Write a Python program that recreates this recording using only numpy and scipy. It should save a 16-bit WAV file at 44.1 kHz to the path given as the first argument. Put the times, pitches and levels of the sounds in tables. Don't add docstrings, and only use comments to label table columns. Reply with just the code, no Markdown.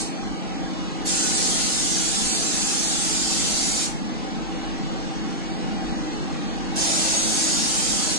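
import sys
import numpy as np
from scipy import signal
from scipy.fft import rfft, irfft, next_fast_len
from scipy.io import wavfile
from scipy.ndimage import uniform_filter1d

SR = 44100
rng = np.random.default_rng(int(sys.argv[2]) if len(sys.argv) > 2 else 0)


def convert_level_to_amplitude(level_db):
    exponent = np.asarray(level_db, float) / 20
    return 10 ** exponent


def int16_out(signal):
    q = np.round(np.clip(np.atleast_2d(signal).T, -1, 1) * 32767)
    wavfile.write(sys.argv[1], SR, q.astype(np.int16))


N = 360738
LEAD = 30000
HZ = np.fft.rfftfreq(next_fast_len(N + LEAD), 1 / SR)
PORT_LAG_S = .000452


def unit(x):
    return x / np.sqrt(np.mean(x ** 2))


def over_hz(table):
    hz, value = np.transpose(table)
    return np.interp(np.log(HZ + 1), np.log(hz), value)


def shape(x, gain):
    size = 2 * len(HZ) - 2
    return irfft(rfft(x, size) * gain, size)[..., :x.shape[-1]]


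def walk(rate_hz, count=N):
    hold = int(SR / rate_hz)
    levels = np.repeat(rng.standard_normal(count // 200 + 2), hold)[:count]
    return 1.34 * uniform_filter1d(uniform_filter1d(levels, hold), hold)


def smooth_noise(size, *passes):
    noise = rng.standard_normal(size)
    for width, axis in passes:
        noise = uniform_filter1d(noise, size=width, axis=axis)
    return noise


def eddies(shape_db, flicker_db, rate_hz, count=N):
    out = 0
    for octave in np.arange(4, 14, 1 / 3):
        band = np.clip(1 - abs(np.log2(HZ + 1) - octave) * 3, 0, 1) ** .5
        if np.max(shape_db[band > 0]) > np.max(shape_db) - 60:
            flicker = convert_level_to_amplitude(flicker_db * walk(rate_hz, count=count))
            out = out + flicker * shape(rng.standard_normal(count), band * convert_level_to_amplitude(shape_db))
    return out


def ducking():
    wait_s, duck_s, recover_s = 0.46, 0.071, 0.63
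    t, down = np.arange(N) / SR, 0
    for pull_s, release_s, *_ in TRIGGER:
        fall = 1 - np.exp(-np.maximum(t - pull_s - wait_s, 0) / duck_s)
        down = np.maximum(down, fall * np.exp(-np.maximum(t - release_s, 0) / recover_s))
    return down


# shaft multiple, level/dB
SHAFT_TONES = [(1, -40), (2, -55), (3, -47), (4, -34), (5, -53.5), (6, -42.5), (8, -53), (10, -45),
               (13, -56), (15, -74), (33, -56), (48, -56), (92, -66), (96, -58)]
# blade-rate multiple, level/dB
BLADE_TONES = [(1, -36.5), (3, -51), (4, -52), (5, -54), (6, -57), (7, -59), (8, -57), (9, -55), (10, -58),
               (11, -58), (12, -55), (13, -63), (15, -68)]
# f/Hz, level/dB
MAINS_HUM = [(50, -41.5), (100, -55), (612, -48.5)]
# f/Hz, density/dB per Hz
RUSH = [(30, -84), (75, -83), (130, -54.5), (260, -57.5), (330, -60.5), (400, -69.5), (700, -68),
        (1200, -69.5), (2400, -74), (4000, -75.5), (6000, -78.5), (8000, -89), (9100, -100), (10300, -99.5),
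        (11000, -99), (12000, -102)]
# f/Hz, width/Hz, density/dB per Hz
ROOM_MODES = [(74.4, 6.2, -57), (122, 20, -61), (158, 13.5, -50.5), (212, 18, -49.5), (238.5, 13, -52),
              (302, 24, -56), (370.7, 12, -59.5), (425.7, 23, -59), (497, 20, -57), (535.5, 18, -58.5),
              (667, 29, -64), (767.6, 47, -58.5), (803, 64, -60.5), (870, 20, -65.5)]
# f/Hz, likeness/0-1
FAN_ALIKE = [(45, .99), (100, .997), (160, .97), (380, .96), (550, .85), (800, .7), (1000, .2), (3000, .3),
             (5000, .45), (9000, .45)]


def fan():
    shaft_hz, blades, fan_db, duck_db = 46.155, 7, -33.5, -1.5
    turn = 2 * np.pi * np.cumsum(shaft_hz * (1 + .00012 * walk(1.5))) / SR
    booms = sum(convert_level_to_amplitude(db) ** 2 / (1 + (2 * (HZ - hz) / width) ** 2) ** 2 for hz, width, db in ROOM_MODES)
    air_db = 10 * np.log10((convert_level_to_amplitude(over_hz(RUSH)) ** 2 + booms) * SR / 2)
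    uneven = []
    for k in range(16, 195):
        slope_db = -62.5 - .085 * k - .1 * max(k - 150, 0)
        bunch_db = 3.5 * np.cos(2 * np.pi * (k - 33.0) / 19.6)
        uneven.append((k, slope_db + bunch_db + 2.5 * rng.standard_normal()))
    tones = SHAFT_TONES + [(blades * k, db) for k, db in BLADE_TONES] + uneven
    tones = tones + [(hz / shaft_hz, db) for hz, db in MAINS_HUM]
    heard = []
    for _ in range(2):
        air = eddies(air_db, 0.99, 6)
        high = shape(air, HZ > 1500)
        start = rng.uniform(0, 2 * np.pi, len(tones))
        whine = 0
        for (k, db), phase in zip(tones, start):
            surge_db = 1.5 * walk(5.5) if k < 16 else 0
            whine = whine + convert_level_to_amplitude(db + 2.5 + surge_db) * np.sin(k * turn + phase)
        heard.append(air + .08 * np.cos(turn) * high + whine)
    alike = np.clip(over_hz(FAN_ALIKE), 0, .998)
    lag = np.exp(-2j * np.pi * HZ * (HZ > 1300) * PORT_LAG_S)
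    right = shape(heard[0], alike * lag) + shape(heard[1], np.sqrt(1 - alike ** 2))
    return np.array([heard[0], right * convert_level_to_amplitude(0.9)]) * convert_level_to_amplitude(fan_db + 32.5 + duck_db * ducking())


def room(x):
    t60_s, treble_t60_s, build_s = 0.5, 0.33, 0.0031
    t, hop = np.arange(SR // 2) / SR, SR // 8
    out = np.zeros((2, len(x) + SR))
    fade = np.sin(np.pi * np.arange(2 * hop) / (2 * hop))
    lowpass = signal.butter(2, 3000, fs=SR, output="sos")
    for at in range(0, len(x) - hop, hop):
        noise = rng.standard_normal((2, len(t))) * (1 - np.exp(-t / build_s))
        dull = signal.sosfilt(lowpass, noise)
        tail = dull * convert_level_to_amplitude(-60 * t / t60_s) + (noise - dull) * convert_level_to_amplitude(-60 * t / treble_t60_s)
        tail = tail / np.sqrt(np.sum(tail ** 2, axis=1, keepdims=True))
        piece = x[at:at + 2 * hop]
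        wet = signal.fftconvolve((piece * fade[:len(piece)])[None], tail)
        out[:, at:at + wet.shape[1]] += wet
    return out[:, :len(x)]


# open t/s, close t/s, nozzle hiss level/dB, panel wash level/dB, panel roar level/dB
TRIGGER = [
    (-.5, .03, -29, -45, -52.5),
    (1.05, 3.855, -24.5, -38, -44.5),
    (6.753, 9.0, -24, -37.5, -36.5),
]
# f/Hz, density/dB per Hz
NOZZLE = [(1500, -24), (3000, -11), (4300, -3), (5000, 0), (5600, 0), (6500, 1), (7300, -0.8), (8100, -5),
          (8700, -8.5), (9300, -8.5),
          (10200, -10), (10900, -9), (11500, -10), (11750, -15), (12400, -19)]
# f/Hz, density/dB per Hz
WASH = [(900, -23), (1300, 0), (1750, -3), (2300, -2), (3200, 3.5), (4500, 0.5), (7000, -56)]
# f/Hz, density/dB per Hz
ROAR = [(350, -8.5), (600, 1), (900, -1.5), (1300, -14.5), (2000, -14.5)]


def spray_gun():
    open_s, close_s, room_db = 0.0099, 0.019, 8
    build_db, build_s = -3, 0.27
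    surplus_db, sag_s, roar_surplus_db = 3.5, 0.42, .5
    t = np.arange(-LEAD, N) / SR
    count = len(t)
    hiss = unit(eddies(over_hz(NOZZLE), 0.45, 14, count=count)) * convert_level_to_amplitude(0.24 * walk(4.6, count=count))
    wash = unit(eddies(over_hz(WASH), 0.7, 10, count=count)) * convert_level_to_amplitude(0.25 * walk(4.0, count=count))
    roar = unit(eddies(over_hz(ROAR), 1.9, 23, count=count)) * convert_level_to_amplitude(2.2 * walk(3.5, count=count))
    jet = 0
    for pull_s, release_s, hiss_db, wash_db, roar_db in TRIGGER:
        valve = np.clip((t - pull_s) / open_s, 0, 1) * np.clip((release_s - t) / close_s, 0, 1)
        since = np.maximum(t - pull_s, 0)
        surplus = np.exp(-since / sag_s)
        flow = valve * convert_level_to_amplitude(build_db * np.exp(-since / build_s) + surplus_db * surplus)
        panel = wash * convert_level_to_amplitude(wash_db + 3) + roar * convert_level_to_amplitude(roar_db + roar_surplus_db * surplus)
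        jet = jet + flow * (hiss * convert_level_to_amplitude(hiss_db) + panel)
    direct = np.array([jet, shape(jet, np.exp(-2j * np.pi * HZ * PORT_LAG_S))])
    return ((direct + convert_level_to_amplitude(room_db) * room(jet)) * convert_level_to_amplitude(-7.5))[:, LEAD:]


def scene():
    return spray_gun() + fan()


# f/Hz, level/dB
RIGHT_PORT = [(3000, -.6), (5500, -.6), (6600, .8), (7500, 3.3), (8200, 6.5), (8800, 5.5), (10000, 0.1)]
# f/Hz, phase/rad
BASS_TURN = [(46, 3.52), (95, 3.17), (140, 3.05), (220, 1.7), (310, 0.0), (420, -.25), (460, -1.6),
             (560, -1.7), (650, -1.0), (900, -.8), (1400, 0.0)]
# f/Hz, density/dB per Hz
DRAUGHT = [(10, -64), (25, -90), (45, -59), (68, -67), (85, -74.5), (110, -100), (200, -150)]


def ports(dry):
    right = shape(dry[1], convert_level_to_amplitude(over_hz(RIGHT_PORT)) * np.exp(1j * over_hz(BASS_TURN)))
    gust = shape(rng.standard_normal((2, N)), convert_level_to_amplitude(over_hz(DRAUGHT)) * np.sqrt(SR / 2)) * convert_level_to_amplitude(2.5 * walk(6))
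    return np.array([dry[0], right]) + gust


# f/Hz, level/dB
DIFFERENCE_LEAN = [(2000, 0), (3300, .8), (4400, 1.2), (4900, 1), (5500, 3.2), (6000, 2.4), (6300, 0),
                   (6700, -1.5), (7300, -.3), (8900, .3), (9200, -13), (10200, -13), (10330, 0), (10600, 6),
                   (10950, 11), (11200, 24)]
# f/Hz, depth/dB
FINENESS = [(86, 31), (260, 24), (700, 18), (1200, 12), (2600, 5.5), (5000, 7.5), (7500, 12.5), (9800, 0.5)]
STEP_BANDS = np.r_[0:40:4, 40:96:8, 96:144:12, 144, 160, 176, 196, 216, 240, 264, 292, 320:560:32]
# t/s, length/s, f/Hz, width/Hz
DROPOUTS = [(.07, .06, 3400, 350), (.165, .07, 5500, 500), (.21, .07, 2900, 300), (.24, .05, 3700, 300),
            (.3, .09, 2580, 250), (.345, .07, 3550, 400), (.4, .04, 5500, 600), (.54, .14, 5500, 300),
            (.55, .05, 3350, 350), (.63, .07, 5750, 300), (.68, .12, 2720, 150), (1.25, .06, 5500, 200),
            (1.345, .04, 5450, 350), (1.36, .03, 3200, 150), (1.66, .02, 5450, 450), (2.03, .03, 5100, 350),
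            (2.49, .03, 3600, 250), (2.87, .07, 5300, 150), (2.95, .08, 5850, 150), (3.1, .1, 5950, 150),
            (3.49, .06, 5300, 150), (3.72, .06, 5350, 200), (4.0, .03, 5350, 400), (4.09, .11, 5750, 200),
            (4.31, .05, 5800, 300), (4.4, .02, 5500, 250), (4.42, .04, 3600, 150), (4.56, .02, 5650, 400),
            (4.68, .02, 5500, 500), (5.78, .07, 5650, 200), (6.09, .04, 5650, 250), (6.87, .05, 5700, 400),
            (7.55, .04, 4000, 200), (2.16, .05, 6050, 250), (2.33, .05, 5600, 900), (2.38, .09, 5200, 300),
            (2.57, .09, 5450, 200), (5.23, .04, 5700, 400), (5.5, .06, 5950, 500), (5.56, .06, 5600, 900),
            (5.93, .06, 3350, 350), (6.02, .04, 3600, 300), (6.28, .05, 5500, 400), (6.45, .09, 5400, 350),
            (6.5, .05, 5050, 500), (6.67, .06, 3600, 250), (7.23, .07, 5600, 500)]
# t/s, length/s
BASS_GAPS = [(.1, .07), (.18, .04), (.4, .12), (.56, .11), (.7, .02), (.76, .04), (.89, .02), (.96, .02),
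             (1.245, .04), (1.54, .02), (1.7, .06), (1.895, .04), (2.01, .04), (2.19, .02), (2.35, .06),
             (2.5, .08), (2.705, .09), (2.81, .02), (2.93, .02), (3.02, .02), (3.19, .02), (3.3, .02),
             (3.475, .04), (3.6, .02), (3.685, .04), (3.85, .04), (4.0, .06), (4.6, .02), (4.76, .02),
             (4.83, .02), (4.94, .04), (5.125, .04), (5.275, .06), (5.425, .04), (5.53, .02), (5.61, .04),
             (5.79, .02), (5.95, .02), (6.1, .04), (6.24, .04), (6.405, .09), (6.54, .04), (6.71, .02),
             (6.78, .02), (6.85, .02), (6.97, .02), (7.2, .02), (7.375, .09), (7.53, .02), (7.645, .06),
             (7.815, .09), (8.015, .06)]
# f/Hz, share under spray/0-1, share fan alone/0-1
STREAKS = [(900, .04, .05), (1800, .08, .09), (2600, .07, .24), (3200, .11, .26), (3700, .09, .31),
           (4300, .04, .16), (4900, .07, .25), (5200, .27, .28), (5900, .27, .28), (6300, .13, .22),
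           (6800, .03, .1), (9000, .03, .1)]


def watery_grain(left, right):
    pad, under_db, quiet_db = 2048 - 851, 5.2, -93
    warble_db, dropout_db, side_top_hz = 2.2, -34, 11640
    n, k = np.arange(2048), np.arange(560)
    frames = N // 1024 + 3
    window = signal.windows.kaiser_bessel_derived(2048, 4 * np.pi)[:, None]
    lapped = window * np.cos(np.pi / 1024 * np.outer(n + 512.5, k + .5)) / np.sqrt(512)
    x = np.pad([(left + right) / 2, (left - right) / 2], ((0, 0), (pad, 4096)))
    z = (x[:, 1024 * np.arange(frames)[:, None] + n] @ lapped).transpose(0, 2, 1) / 41
    line_hz, centre = k[:, None] * SR / 2048, k[4::8, None] * SR / 2048
    clock = (1024 * np.arange(frames) + 1024 - pad) / SR

    bands = 10 * np.log10(np.mean(z.reshape(2, 70, 8, -1) ** 2, axis=2) + 1e-20)
    bands = uniform_filter1d(bands, size=2, axis=2)
    loudness = bands[:, 30:50].mean(axis=(0, 1))
    mood = 4.88 * smooth_noise(bands.shape, (3, 2), (2, 1)) + smooth_noise(bands.shape[2], (3, 0))

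    spare = loudness < -66
    lean = np.interp(centre, *np.transpose(DIFFERENCE_LEAN))
    spare_lean = np.maximum(lean, -5) + (abs(centre - 3000) < 900) - (abs(centre - 5600) < 600)
    gap = bands[1] - bands[0] + np.where(spare, spare_lean, lean)
    rise = np.diff(loudness, prepend=0)
    rise = (rise > 5) & (rise >= np.roll(rise, 1)) & (rise >= np.roll(rise, -1))
    rise = np.roll(rise, -1)
    outweighed = np.array([gap - 4 * (centre < 8000), -gap]) + mood > under_db - 1.2 * spare + 3000 / centre
    favour = np.array([2 - 3 * (centre > 10300), np.where(centre > 10300, 3.5, -2.5)])
    lost = outweighed | (bands + favour + 1.5 * mood < quiet_db)

    warble = np.sqrt(15) * smooth_noise(z.shape, (3, 1), (5, 2))
    z = z * convert_level_to_amplitude((warble_db * warble - .115 * warble_db ** 2) * np.clip(line_hz / 1200, 0, 1))
    hollow = 0
    for s, length, hz, width in DROPOUTS:
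        in_time = (2 * (clock - s) / (length + .02)) ** 4
        hollow = hollow + np.exp(-in_time - (2 * (line_hz - hz) / (.9 * width + 45)) ** 2)
    z[0] *= convert_level_to_amplitude(dropout_db * hollow)

    fine_hz, fine_db = np.transpose(FINENESS)
    fine_db = np.interp(np.log(centre), np.log(fine_hz), fine_db)
    fine_db = fine_db + (2.5 + spare) * (centre > 2300) * (centre < 8300)
    wide = np.diff(np.r_[STEP_BANDS, 560])
    line_db = np.repeat(bands.max(axis=0) + .8 * mood - fine_db, 8, axis=1)
    step_db = np.add.reduceat(line_db, STEP_BANDS, axis=1) / wide[:, None]
    step = convert_level_to_amplitude(1.5 * np.round(np.repeat(step_db, wide, axis=1) / 1.5))
    z = np.sign(z) * np.floor((abs(z) / step) ** .75 + .4054) ** (4 / 3) * step
    z = z * np.repeat(~lost | rise | (centre < 900), 8, axis=1)
    z = z * ((warble > -2.2) | (k[:, None] < 60) | rise)
    z[0, :4] *= ~np.any([abs(clock - s) < length / 2 + .006 for s, length in BASS_GAPS], axis=0)

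    blots = smooth_noise(z.shape[1:], (5, 0), (5, 1))
    rank = blots.ravel().argsort().argsort().reshape(blots.shape) / blots.size
    hz, spraying, idle = np.transpose(STREAKS)
    share = np.where(spare, np.interp(line_hz, hz, idle), np.interp(line_hz, hz, spraying))
    z[0] *= (rank > share * (line_hz > 900)) | rise
    z[1] *= line_hz < side_top_hz + 110 * uniform_filter1d(rng.exponential(size=frames) ** 1.5, size=2)

    halves = (41 * z.transpose(0, 2, 1) @ lapped.T).reshape(2, frames, 2, 1024)
    joined = (halves[:, 1:, 0] + halves[:, :-1, 1]).reshape(2, -1)
    mid, side = joined[:, pad - 1024:pad - 1024 + N]
    return np.array([mid + side, mid - side])


def band_limit(x):
    return signal.sosfilt(signal.butter(12, 12070, fs=SR, output="sos"), x)


def record(dry):
    left, right = ports(dry)
    mix = watery_grain(left, right)
    return band_limit(mix)


dry = scene()
out = record(dry)
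int16_out(out)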